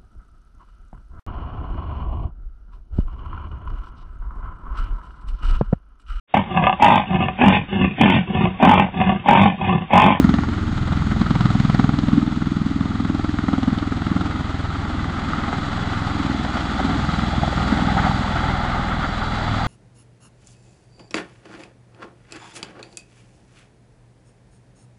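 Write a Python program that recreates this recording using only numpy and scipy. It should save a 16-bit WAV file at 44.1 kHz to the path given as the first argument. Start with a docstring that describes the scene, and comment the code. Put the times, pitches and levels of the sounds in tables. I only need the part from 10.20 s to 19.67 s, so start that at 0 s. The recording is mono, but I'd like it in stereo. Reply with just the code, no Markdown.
"""A tiltrotor lifts off behind a blast wall on a dusty field and starts to move away.
From the start each blade pass gives a low thump, a train of pulses; in bouts the blades cut the tip
vortices before them with a slap (short wavelets), a rasp and sharp cracks (bursts of noise).
As it climbs, the slaps dissolve into wake rumble made of half-repeating noise.
The coloured noise of turbines and downwash grows; late on, the howl steps forward and the exhaust surges."""
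import sys
import numpy as np
from scipy import signal
from scipy.fft import rfft, irfft
from scipy.io import wavfile
from scipy.ndimage import uniform_filter1d, minimum_filter1d

SR = 44100
rng = np.random.default_rng(int(sys.argv[2]) if len(sys.argv) > 2 else 0)


def to_wav(sig):
    """Store sig (one row per channel, or 1-D mono) as 16-bit WAV at the path in sys.argv[1].

    Samples outside -1..1 are clipped; the rate is SR.
    """
    pcm = np.clip(np.atleast_2d(sig), -1, 1) * 32767
    pcm = np.round(pcm).astype(np.int16)
    wavfile.write(sys.argv[1], SR, pcm.T)  # frames by channels


N = 417627
T = np.arange(N) / SR  # time of each sample, s
HZ = np.fft.rfftfreq(N, 1 / SR)  # frequency of each spectrum bin

BLADE_HZ = 20.69  # blade passes per second, as sent out
# Growing travel time of the blade passes: (time [s], delay [s])
TRAVEL_DELAY = [(0.0, 0.0331), (0.3, 0.0317), (0.6, 0.0348), (2.0, 0.0371), (4.0, 0.0424), (4.5, 0.0451),
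                (5.0, 0.0495), (5.5, 0.0558), (6.4, 0.0623), (7.3, 0.0655), (8.0, 0.0705), (8.7, 0.0785),
                (9.47, 0.0898)]
# Blade loading: (time [s], thump [dB], deep pressure swell [dB], hard edge of the thump [dB])
THUMP_LEVELS = [(0, -21, -48, -23), (.3, -25.5, -42, -49), (.7, -21.5, -37, -33.5),
                (1.3, -31.5, -36, -24.5), (1.9, -30.5, -41, -30.5), (2.25, -31.5, -42, -40),
                (3, -29.5, -44, -34.5), (4.1, -28.5, -42, -31.5), (4.75, -25, -43, -36.5),
                (5.45, -36, -35, -33), (6.4, -30.5, -46, -36), (7.0, -29, -44, -30.5),
                (7.7, -24.5, -47, -35), (8.4, -27, -33.5, -37), (9.47, -32.5, -31.5, -33)]
# The far rotor's thump: (time [s], lag behind the near one [s], level against the near one [dB])
FAR_THUMP = [(0, 0.014, -8), (.55, 0.0078, -0.5), (.85, .0127, -6.5), (1.25, .0173, -4), (1.6, .0146, -1),
             (2.4, 0.012, -7.5), (2.75, .0092, 0), (3.1, .012, -9), (4.7, .011, -9.5), (5.2, .0132, -3.5),
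             (5.85, 0.011, 2.5), (6.3, 0.016, -2.5), (6.75, .0165, -1), (7.05, .0145, -0.5),
             (7.55, .016, -8), (8.05, .023, -9.5), (8.95, .0225, -7), (9.47, .0194, 0)]
# Extra travel times of the thump over the ground and off the wall: (delay [s])
STRAY_PATHS = [.004, 0.0082, .016]

# How squarely the blades cut the vortex: (time [s], share of clean slap [0-1], lag after the thump [s])
VORTEX_CUT = [(0, 0.94, 0.017), (.1, 0.74, 0.015), (.35, 0.06, .014), (.8, 0.64, 0.014), (1.3, 0.8, 0.015),
              (2, 0.86, 0.012), (3.4, 0.82, 0.0099), (4.1, 0.53, 0.0095), (4.7, 0.05, 0.01404),
              (5.6, 0.29, 0.01297), (6.7, 0.35, 0.013), (7.6, 0.47, 0.017), (9.47, 0.36, 0.014)]
# Bouts of slap, each time a rotor sinks into its own tip vortices:
# (rotor, middle [s], length [s], relative slap level [dB], pitch [Hz], rasp [dB])
SLAP_BOUTS = [("near", 0.003, 0.18, -11, 190, -33), ("far", 0.58, 0.23, -33, 150, -40.5),
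              ("near", 0.704, 0.14, -25, 130, -30.5), ("near", 0.93, .1, -19.5, 143, -35.5),
              ("near", 1.017, .025, -16, 170, -40), ("near", 1.1, 0.028, -17.5, 200, -37),
              ("near", 1.297, 0.2, -16, 138, -40), ("near", 1.59, .14, -17.5, 193, -32.5),
              ("near", 1.96, 0.047, -13, 194, -39), ("far", 2.08, 0.29, -28.5, 240, -37.5),
              ("near", 2.4, 0.073, -22, 155, -50), ("near", 2.605, 0.06, -21.5, 160, -40),
              ("near", 2.9, 0.18, -24.5, 200, -39), ("near", 3.31, 0.09, -18.5, 227, -39),
              ("near", 3.48, 0.08, -17.5, 190, -41), ("near", 3.993, 0.19, -23, 213, -31.5),
              ("far", 4.3, 0.26, -32.5, 280, -36), ("far", 5.55, 0.22, -29.5, 170, -38.5),
              ("far", 6.11, 0.26, -22, 225, -46.5), ("near", 6.73, 0.14, -25.5, 235, -34.5),
              ("near", 6.7, 0.14, -28, 230, -33), ("near", 7.54, 0.18, -22.5, 208, -30),
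              ("far", 7.87, .15, -20.5, 143, -46), ("far", 8.4, 0.23, -29, 140, -43),
              ("far", 9.38, 0.16, -30, 190, -42)]
BOUT_STEEPNESS = 1.8  # a bout swells and dies as a bell; higher gives a flatter top
FAR_CUT_LAG_S, FAR_CLEAN_SHARE = -0.0013, 0.57  # far rotor slaps just before the near thump
# The wake that the blades always brush: (time [s], relative level [dB], pitch [Hz], relative rasp [dB])
BRUSHED_WAKE = [(0, -22, 197, -36), (.55, -25, 150, -41), (1.2, -23, 167, -32), (1.8, -16.5, 193, -35.5),
                (2.2, -22, 192, -38), (2.75, -23.5, 228, -39), (3.7, -25, 221, -33), (4.4, -30.5, 185, -39),
                (5.3, -27.5, 207, -36), (6.45, -27, 189, -45.5), (7.05, -23.5, 152.5, -37.5),
                (8.2, -26, 157.5, -45), (9.47, -30, 171, -41)]
# Single sharp blade cracks, relative levels:
# (time [s], treble snap [dB], midrange bark [dB], hollow clap [dB])
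BLADE_CRACKS = [(0.043, -45, -22.0, -28), (0.0927, -33, -21.5, -34.5), (0.1406, -30.5, -19.5, -31),
                (0.186, -43, -21, -26), (0.2361, -46, -23, -28.5), (0.9151, -44, -22.5, -33.5),
                (1.0169, -37, -22, -33), (1.1073, -33, -22.5, -24.5), (1.1541, -36.5, -19, -21),
                (1.209, -31, -22, -24.5), (1.257, -33, -23, -38), (1.3037, -39, -27.5, -33.5),
                (1.351, -42, -36, -26.5), (1.4005, -32, -24, -29), (1.45, -37, -29.5, -34),
                (1.5001, -35, -24, -23), (1.547, -33.5, -22, -24), (1.5965, -33.5, -19, -20),
                (1.6446, -37.5, -38, -22.5), (1.6931, -40, -25.5, -25), (1.7888, -29.5, -32, -25),
                (1.8845, -38, -27, -24), (2.8, -52, -34, -30), (2.9482, -42, -35, -29),
                (2.9952, -48, -37, -25.5), (3.0449, -49, -27.5, -25.5), (3.1876, -46, -21.5, -27),
                (3.2841, -50, -23.5, -20), (3.3323, -53, -32, -21.5), (3.3819, -41, -38.5, -27.5),
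                (3.4319, -32, -33, -25.5), (3.586, -32.5, -39, -32), (4.0101, -44, -28, -36.5),
                (5.1343, -42, -21.5, -35), (5.238, -46.0, -23, -30), (5.2815, -46, -29, -29.5),
                (5.3292, -49, -24, -20), (5.3837, -48, -32, -27.5), (5.6587, -41, -27, -31),
                (6.2498, -34, -25, -20.5), (6.3715, -36, -26, -22), (6.8908, -42, -21, -35),
                (6.9366, -46, -23, -33), (7.1362, -44, -36, -20.5), (7.2354, -43.5, -28, -15),
                (7.2792, -42, -33, -19), (7.3286, -46, -25, -20.5), (7.3809, -47, -22.5, -20.5)]

# Turbines and downwash, growing as the tail swings round: (time [s], roar [dB], hiss [dB])
EXHAUST_LEVELS = [(0, -31.5, -42), (.55, -37.5, -43.5), (1.3, -33, -40), (2.2, -38, -43.5),
                  (4.75, -33.5, -43), (5.15, -30, -40.5), (6.6, -29, -37), (7.35, -29, -37),
                  (7.8, -26, -35.7), (8.0, -26.5, -36.5), (8.7, -28.5, -40), (9.47, -27.5, -37.5)]
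GUST_DB, GUST_HZ = 0.6, 3  # the roar wavers in the moving air
# The howl comes forward as the nozzles turn towards the listener; its levels are relative to the roar
TURN_AT_S, TURN_S = 6.4, 0.09
HOWL_AWAY_DB, HOWL_FACING_DB = -6.5, -3
HOWL_SHIELDED_DB, CLEAR_OF_WALL_S = -10.5, 4.8  # extra shielding by the wall, gone by this time
# Surges of the exhaust: (time [s], roar [dB], hoot [dB], rise and fall [s])
EXHAUST_SURGES = [(7.59, -34, -23.5, 0.0056), (7.70, -28.5, -25, .02), (7.776, -23, -17.5, 0.0083),
                  (7.796, -18.5, -28, .008), (7.845, -21, -28, 0.011), (7.869, -22.5, -17, .007),
                  (7.915, -28.5, -23, .009), (8.05, -34.5, -26, 0.0043), (8.18, -25.5, -35, .02),
                  (8.235, -28, -25, .012), (8.29, -24.5, -25, .01), (8.55, -26.5, -40, .025),
                  (8.719, -23, -36, .01), (8.845, -23.5, -39, .009), (9.02, -23.5, -36, 0.0058),
                  (9.22, -30, -33, 0.028), (9.42, -31, -26, 0.016)]
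HOOT_HZ, HOOT_WANDER = 796, 0.11  # pitch of a surge's howl and its unsteadiness (share)
# Fuzzy turbine whines:
# (pitch [Hz], width [Hz], level over the hiss at the start [dB], level over the hiss at the end [dB])
TURBINE_WHINES = [(3387, 170, -15.5, -5.5), (3570, 97, -26, -10.5), (3955, 190, -19, -7),
                  (4620, 190, -28, -9.5), (6580, 260, -15, -26.5)]
RUMBLE_DB = -40

# Tone colour of the blade thump: (frequency [Hz], relative level [dB])
THUMP_SPECTRUM = [(20, -25), (41, 0.5), (62, 6.5), (82, 6.5), (103, -1.5), (125, -9.5), (200, -37.5),
                  (400, -80), (1500, -130)]
# Tone colour of the deep pressure swell: (frequency [Hz], relative level [dB])
SWELL_SPECTRUM = [(8, -25), (21, 12), (41, 7.5), (62, -5.5), (100, -42.5), (600, -130)]
# Tone colour of the thump's hard edge: (frequency [Hz], relative level [dB])
EDGE_SPECTRUM = [(40, -41), (82, -18), (103, 6), (124, 0), (145, -1.5), (200, -16.5), (400, -66),
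                 (1500, -130)]
# Tone colour of the slap as it arrives over the wall: (frequency [Hz], relative level [dB])
SLAP_SPECTRUM = [(40, -36.5), (70, -21), (100, -7), (130, -1.5), (160, -6), (210, -1.5), (310, 1),
                 (365, -12.5), (415, -7.5), (480, -4.5), (900, -20), (5000, -90)]
# Tone colour of the wake as it arrives over the wall: (frequency [Hz], relative level [dB])
WAKE_SPECTRUM = [(20, -52), (70, -11), (120, -3.5), (160, 1), (220, -0.5), (300, -1.5), (350, -12),
                 (420, -13), (480, -36.5), (800, -80.5), (4000, -120)]
# Tone colour of the torn-air rasp: (frequency [Hz], relative level [dB])
RASP_SPECTRUM = [(250, -30.5), (470, -2.5), (600, -1.5), (800, 2), (1000, -1), (1300, 6), (1650, -5.5),
                 (2050, -6), (2500, -13.5), (3800, -11), (5200, -25), (8000, -28.5), (12000, -64)]
# Tone colour of a crack's treble snap: (frequency [Hz], relative level [dB])
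SNAP_SPECTRUM = [(1500, -27), (2400, -3.5), (3400, 3), (4200, 0), (5000, -5.5), (7000, -17.5), (12000, -40)]
# Tone colour of a crack's midrange bark: (frequency [Hz], relative level [dB])
BARK_SPECTRUM = [(500, -22.5), (1000, -3.5), (1300, 6.5), (1650, -6.5), (2050, -4.5), (2500, -12.5),
                 (4000, -33), (12000, -82.5)]
# Tone colour of a crack's hollow clap: (frequency [Hz], relative level [dB])
CLAP_SPECTRUM = [(300, -14.5), (480, 0), (580, 0.5), (800, 8), (950, -2.5), (1300, -22), (3000, -47.5),
                 (12000, -100)]
# Tone colour of the exhaust roar: (frequency [Hz], relative level [dB])
ROAR_SPECTRUM = [(150, -29.5), (380, -5), (470, -10.5), (620, -13), (800, -7), (920, -5), (1010, -7),
                 (1250, 0), (1420, -1), (1680, -9), (2080, -6.5), (2450, -20.5), (3200, -18), (12000, -100)]
# Tone colour of the throaty exhaust howl: (frequency [Hz], relative level [dB])
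HOWL_SPECTRUM = [(400, -51), (520, -4.5), (630, -5), (740, 2), (840, 2.5), (920, -3), (1020, -31),
                 (1300, -53), (5000, -110)]
# Tone colour of the exhaust hiss: (frequency [Hz], relative level [dB])
HISS_SPECTRUM = [(1500, -19.5), (2400, 3), (2700, 0), (3400, -2), (3700, -2), (4050, -2.5), (4700, -3),
                 (5100, -8), (6150, -12.5), (6600, -11), (7400, -11.5), (8700, -20.5), (9600, -28),
                 (13500, -45)]
# Tone colour of the downwash over the ground: (frequency [Hz], relative level [dB])
RUMBLE_SPECTRUM = [(10, -7), (23, -2.5), (32, -7.5), (50, -8), (90, -4.5), (160, -10), (400, -62.5),
                   (1500, -120)]

# How alike the two microphone ports hear noise: (frequency [Hz], likeness [0-1])
PORT_LIKENESS = [(100, 0.95), (220, 0.97), (400, 0.89), (700, 0.94), (1300, 0.99), (2400, 0.28),
                 (4400, 0.98), (8000, 0.31)]
# How far the left port leads the right: (frequency [Hz], phase lead [radians])
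LEFT_LEAD = [(100, 0), (250, 0.57), (430, 2), (690, 0.47), (950, 1.43), (1210, 0.5), (1550, 0.98),
             (1980, 0.36), (2330, 2.5), (2650, 2.5), (3010, 0.28), (4130, 0.77), (4570, 1.5), (7000, 1.66)]
EDGE_HZ, CEILING = 13500, 0.96  # upper band limit; peak allowed by the limiter


def amp(db):
    """Turns decibels into gain."""
    return 10 ** (np.asarray(db) / 20)


def evened(x):
    """Scales to an rms of 1."""
    return x / np.sqrt(np.mean(x ** 2) + 1e-20)


def curve(rows, t, axis=1):
    """Reads one column of a table at the times (or frequencies) t."""
    rows = np.asarray(rows, float)
    return np.interp(t, rows[:, 0], rows[:, axis])


def read(points):
    """Spreads a frequency table over every spectrum bin."""
    f, value = np.transpose(points)
    return np.interp(np.log(HZ + 1), np.log(f + 1), value)


def coloured(x, colour):
    """Filters a signal with a tone colour and scales it to an rms of 1."""
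    return evened(irfft(rfft(x) * amp(read(colour)), N))


def drift(rate_hz):
    """Slow random wandering of rms 1, up to about the given rate."""
    return evened(irfft(rfft(rng.standard_normal(N)) / (1 + (HZ / rate_hz) ** 4), N))


def turbulence(colour, envelope=1.):
    """Noise of churning air under an envelope, coloured and picked up by both ports."""
    left, other = rfft(rng.standard_normal((2, N)) * envelope)
    same = np.clip(read(PORT_LIKENESS), 0, 1)
    right = (same * left + np.sqrt(1 - same ** 2) * other) * np.exp(-1j * read(LEFT_LEAD))
    return irfft(np.array([left, right]) * evened(amp(read(colour))), N)


def shock(colour, train):
    """Clean pressure jumps, coloured and picked up by both ports."""
    jump = rfft(train) * evened(amp(read(colour)))
    return irfft(np.array([jump, jump * np.exp(-1j * read(LEFT_LEAD))]), N)


def clicks(times, sizes):
    """Places one impulse at each time."""
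    at = np.round(times * SR).astype(int)
    inside = (at >= 0) & (at < N)
    return np.bincount(at[inside], (sizes * np.ones(len(at)))[inside], N)


def puffs(times, sizes, rise, fall):
    """Power envelope: a swell before and a fall after each time, with time constants in s."""
    t = np.arange(-SR // 20, SR // 20) / SR
    shape = np.exp(np.where(t < 0, t / rise, -t / fall))
    return np.maximum(signal.oaconvolve(clicks(times, sizes ** 2), shape, "same"), 0)


def blade_passes():
    """Arrival time of each blade's thump: steady sending plus the growing travel time."""
    sent = np.arange(-1, int(N / SR * BLADE_HZ)) / BLADE_HZ
    return sent + curve(TRAVEL_DELAY, sent + curve(TRAVEL_DELAY, sent))


def thump(passes, skew=0.32, uneven_db=0.5, ahead=0.00098, ragged_db=3, ragged_s=.0011, drag_s=0.0019):
    """Both rotors push air aside: suction, then pressure, over a deep swell; broken air makes the edge ragged."""
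    broken = 1 - np.clip(curve(VORTEX_CUT, passes), 0, 1)

    def beats(colour, vary_db, stray, late=0):
        """Both rotors' blade passes, uneven in size and moment."""
        near, far, near_shift, far_shift = rng.standard_normal((len(passes), 4)).T
        start = passes - ahead + late
        far_start = start + curve(FAR_THUMP, passes)
        far_db = vary_db * far + curve(FAR_THUMP, passes, axis=2)
        train = clicks(start + stray * near_shift, amp(vary_db * near))
        train += clicks(far_start + stray * far_shift, amp(far_db))
        # the phase turn (radians) shapes suction and pressure
        return evened(irfft(rfft(train) * np.exp(-1j * skew) * amp(read(colour)), N))

    knock = beats(THUMP_SPECTRUM, uneven_db, 0) * amp(curve(THUMP_LEVELS, T))
    swell = beats(SWELL_SPECTRUM, uneven_db, 0) * amp(curve(THUMP_LEVELS, T, axis=2))
    edge = beats(EDGE_SPECTRUM, uneven_db + ragged_db * broken, ragged_s * broken, drag_s * broken)
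    edge = edge * amp(curve(THUMP_LEVELS, T, axis=3))
    return fading(knock + edge) + swell


def fading(x, calm_db=-25, climb_db=6, fade_hz=2.4):
    """Stray paths through the downwash come and go, so the hum's harmonics swell and sink, more with height."""
    stray = sum(drift(fade_hz) * np.interp(T - lag, T, x, left=0) for lag in STRAY_PATHS)
    return x + stray * amp(calm_db + climb_db * T / T[-1])


def vortex(t, rotor, wake_gain):
    """One rotor's bouts over the wake: (slap gain, slap pitch Hz, rasp gain). The loudest sets the pitch."""
    power = (wake_gain * amp(curve(BRUSHED_WAKE, t))) ** 2 + 1e-12
    weighted_pitch = power * curve(BRUSHED_WAKE, t, axis=2)
    torn_power = (wake_gain * amp(curve(BRUSHED_WAKE, t, axis=3))) ** 2
    for which, middle, length, slap_db, hz, rasp_db in SLAP_BOUTS:
        if which != rotor:
            continue
        bell = .5 ** np.minimum(abs(2 * (t - middle) / length) ** BOUT_STEEPNESS, 60)
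        bout = bell * amp(slap_db) ** 2
        power = power + bout
        weighted_pitch = weighted_pitch + bout * hz
        torn_power = torn_power + bell * amp(rasp_db) ** 2
    controls = (np.sqrt(power), weighted_pitch / power, np.sqrt(torn_power))
    return [np.interp(T, t, control) for control in controls]


def slap(hits, share, force, pitch, level_db=-1, cycles=0.38, uneven_db=1.0, jitter=0.0023, spread=0.042,
         early=0.00502, early_db=-13):
    """A short pressure wavelet per vortex cut, after a weaker one from the other rotor."""
    out = np.zeros(N)
    for s, (size, shift, detune, other) in zip(hits, rng.standard_normal((len(hits), 4))):
        near = slice(max(int(s * SR) - SR // 50, 0), int(s * SR) + SR // 50)
        hz = pitch[np.clip(int(s * SR), 0, N - 1)] * np.exp(spread * detune)
        stray = jitter * (1 - curve(VORTEX_CUT, s))  # broken vortices are met at uneven moments
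        for lead, db in ((0, 0), (early * (1 + 0.12 * other), early_db)):
            turns = hz * (T[near] - s - stray * shift + lead)
            bell = np.exp(-.5 * (turns / cycles) ** 2)
            out[near] += amp(db + uneven_db * size) * bell * np.cos(2 * np.pi * turns - .9)
    return coloured(out, SLAP_SPECTRUM) * np.sqrt(share) * force * amp(level_db)


def yard(x, t60=0.29, wet_db=-16):
    """Scattered echoes from the wall and the parked trucks, dying by 60 dB in t60 seconds."""
    t = np.arange(SR // 3) / SR
    struck = rng.random(len(t)) < 1500 / SR  # about 1500 echoes a second
    taps = rng.standard_normal(len(t)) * struck * amp(-60 * t / t60) * (t > .006)
    return x + amp(wet_db) * signal.oaconvolve(x, taps / np.linalg.norm(taps))[:N]


def wake(hits, share, force, pitch, level_db=0.85, memory=0.66, fall=0.041, loose=0.68, follow_db=24):
    """Each blade churns nearly the same broken vortices as the last, so the rumble half repeats."""
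    t = np.arange(SR // 20) / SR
    keep = np.clip(memory, 0, .97)
    fresh = rng.standard_normal((len(hits), len(t)))
    eddies = signal.lfilter([np.sqrt(1 - keep ** 2)], [1, -keep], fresh, axis=0)  # from blade to blade
    out = np.zeros(N + SR)
    for s, eddy in zip(hits - .008, eddies):
        out[max(int(s * SR), 0):][:len(t)] += eddy * (1 - np.exp(-t / 0.0016)) * np.exp(-t / fall)
    rumble = coloured(out[:N], WAKE_SPECTRUM) + loose * (1 - share) * turbulence(WAKE_SPECTRUM)
    # the rumble brightens and darkens with the pitch of the slap
    low = irfft(rfft(rumble) / (1 + (HZ / 195) ** 6), N)
    tilt_db = follow_db * np.log10(pitch / 185)
    tilted = evened(low * amp(-tilt_db) + (rumble - low) * amp(tilt_db))
    return tilted * np.sqrt(1 - share) * force * amp(level_db)


def rasp(hits, torn, uneven_db=1, ahead=0.0043, other_ahead=.015, other_db=-9, grain_db=2, tail=0.057):
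    """Torn air at each vortex cut, with a weaker burst from the other rotor; a glancing cut smears it."""
    size, other = amp(uneven_db * rng.standard_normal((len(hits), 2))).T
    square = np.clip(curve(VORTEX_CUT, hits), 0, 1)
    power = puffs(hits - ahead, size * square, rise=.0011, fall=.0055)
    power += tail * puffs(hits, size, rise=.002, fall=0.0096)
    power += puffs(hits, size * (1 - square), rise=0.0036, fall=0.0072)
    power += puffs(hits - other_ahead, other * amp(other_db), rise=0.00043, fall=0.0013)
    grain = amp(grain_db * drift(300))
    return turbulence(RASP_SPECTRUM, evened(np.sqrt(power) * grain) * torn)


def cracks(noise_db=-5, shock_db=19.0, second_s=0.00281, second_db=-6):
    """The hardest vortex cuts are double shock waves in torn air: treble snap, bark and hollow clap."""
    s, *levels_db = np.transpose(BLADE_CRACKS)
    later = s + second_s * rng.uniform(.5, 1.1, len(s))
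    out = 0
    for colour, db in zip((SNAP_SPECTRUM, BARK_SPECTRUM, CLAP_SPECTRUM), levels_db):
        burst = np.sqrt(puffs(s, amp(db + noise_db), rise=0.00045, fall=0.0049))
        jumps = clicks(s, amp(db + shock_db)) + clicks(later, amp(db + shock_db + second_db))
        out = out + turbulence(colour, burst) + shock(colour, jumps)
    return out


def roar(hits, flutter_db=0.56, chop_uneven_db=3.0, swish=1.6, howl_swish=10.0, grain_db=1.5,
         hiss_flutter_db=1.0, hiss_swish=1.1):
    """Turbine exhaust and downwash, fluttering in the disturbed air and chopped by the blades."""
    flutter = drift(32)
    chop_size = 0.35 * amp(chop_uneven_db * rng.standard_normal(len(hits)))
    chop = puffs(hits, chop_size, rise=0.0048, fall=0.0043)
    gust = GUST_DB * drift(GUST_HZ)
    body = evened(np.sqrt(1 + swish * chop) * amp(flutter_db * flutter + grain_db * drift(120)))
    body = turbulence(ROAR_SPECTRUM, body * amp(curve(EXHAUST_LEVELS, T) + gust))
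    howl = evened(np.sqrt(1 + howl_swish * chop) * amp(grain_db * drift(60)))
    howl = turbulence(HOWL_SPECTRUM, howl * amp(howl_level() + gust))
    hiss_db = curve(EXHAUST_LEVELS, T, axis=2) + hiss_flutter_db * flutter
    hiss = turbulence(HISS_SPECTRUM, evened(np.sqrt(1 + hiss_swish * chop)) * amp(hiss_db))
    return body + howl + hiss * amp([[-.6], [.6]])  # hiss a little stronger on the right


def howl_level():
    """Howl in dB: it follows the roar, emerges from behind the wall and jumps as the tail turns."""
    facing = .5 + .5 * np.tanh((T - TURN_AT_S) / TURN_S)
    shielded = np.maximum(1 - T / CLEAR_OF_WALL_S, 0)
    turned_db = HOWL_AWAY_DB + (HOWL_FACING_DB - HOWL_AWAY_DB) * facing
    return curve(EXHAUST_LEVELS, T) + turned_db + HOWL_SHIELDED_DB * shielded


def surges(wander_hz=150):
    """Brief swells as the exhaust sweeps towards the listener: a rough roar and a hollow, unsteady hoot."""
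    def swell(column):
        """Gain of all surges together for one level column."""
        power = sum(amp(row[column]) ** 2 * np.exp(-abs(T - row[0]) / row[3]) for row in EXHAUST_SURGES)
        return np.sqrt(power)

    phase = 2 * np.pi * np.cumsum(HOOT_HZ * (1 + HOOT_WANDER * drift(wander_hz))) / SR
    hoot = np.sqrt(2) * np.cos([phase, phase - curve(LEFT_LEAD, HOOT_HZ)])
    return turbulence(ROAR_SPECTRUM, swell(1)) + hoot * swell(2)


def whines(waver_db=1.56, waver_hz=4):
    """Wavering bands of turbine noise; the lower ones take over as the aircraft turns."""
    out = 0
    for hz, width, first_db, last_db in TURBINE_WHINES:
        band = [(hz - 2 * width, -40), (hz - width / 2, -3), (hz, 0), (hz + width / 2, -3),
                (hz + 2 * width, -40), (2 * hz, -100)]
        level_db = curve(EXHAUST_LEVELS, T, axis=2) + first_db + (last_db - first_db) * T / T[-1]
        out = out + turbulence(band, amp(level_db + waver_db * drift(waver_hz)))
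    return out


def ground_rumble():
    """Downwash rolling over the ground: steady, very low noise."""
    return turbulence(RUMBLE_SPECTRUM, amp(RUMBLE_DB))


def scene():
    """Rotors and turbines, heard across the field."""
    passes = blade_passes()
    hits = passes + curve(VORTEX_CUT, passes, axis=2)
    far_hits = passes + FAR_CUT_LAG_S
    share = np.clip(curve(VORTEX_CUT, T), .02, .98)
    coarse = T[::100]  # the bouts change slowly enough for a coarse time grid
    force, pitch, torn = vortex(coarse, "near", 0.93)
    far_force, far_pitch, far_torn = vortex(coarse, "far", 0)
    slaps = slap(hits, share, force, pitch)
    slaps = slaps + slap(far_hits, FAR_CLEAN_SHARE, far_force, far_pitch, jitter=0.00085)
    rasps = rasp(hits, torn) + rasp(far_hits, far_torn, ahead=.001) + cracks()
    rotors = thump(passes) + yard(slaps) + wake(hits, share, force, pitch) + rasps
    return rotors + roar(hits) + surges() + whines() + ground_rumble()


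def record(dry):
    """A quick limiter holds the hardest slaps under full scale; then the band limit."""
    allowed = CEILING / np.maximum(abs(dry).max(0), CEILING)
    gain = uniform_filter1d(minimum_filter1d(allowed, size=129), size=129)
    lowpass = signal.firwin(511, EDGE_HZ, window=("kaiser", 9), fs=SR)
    return signal.oaconvolve(dry * gain, lowpass[None], "same")


dry = scene()
out = record(dry)
to_wav(out)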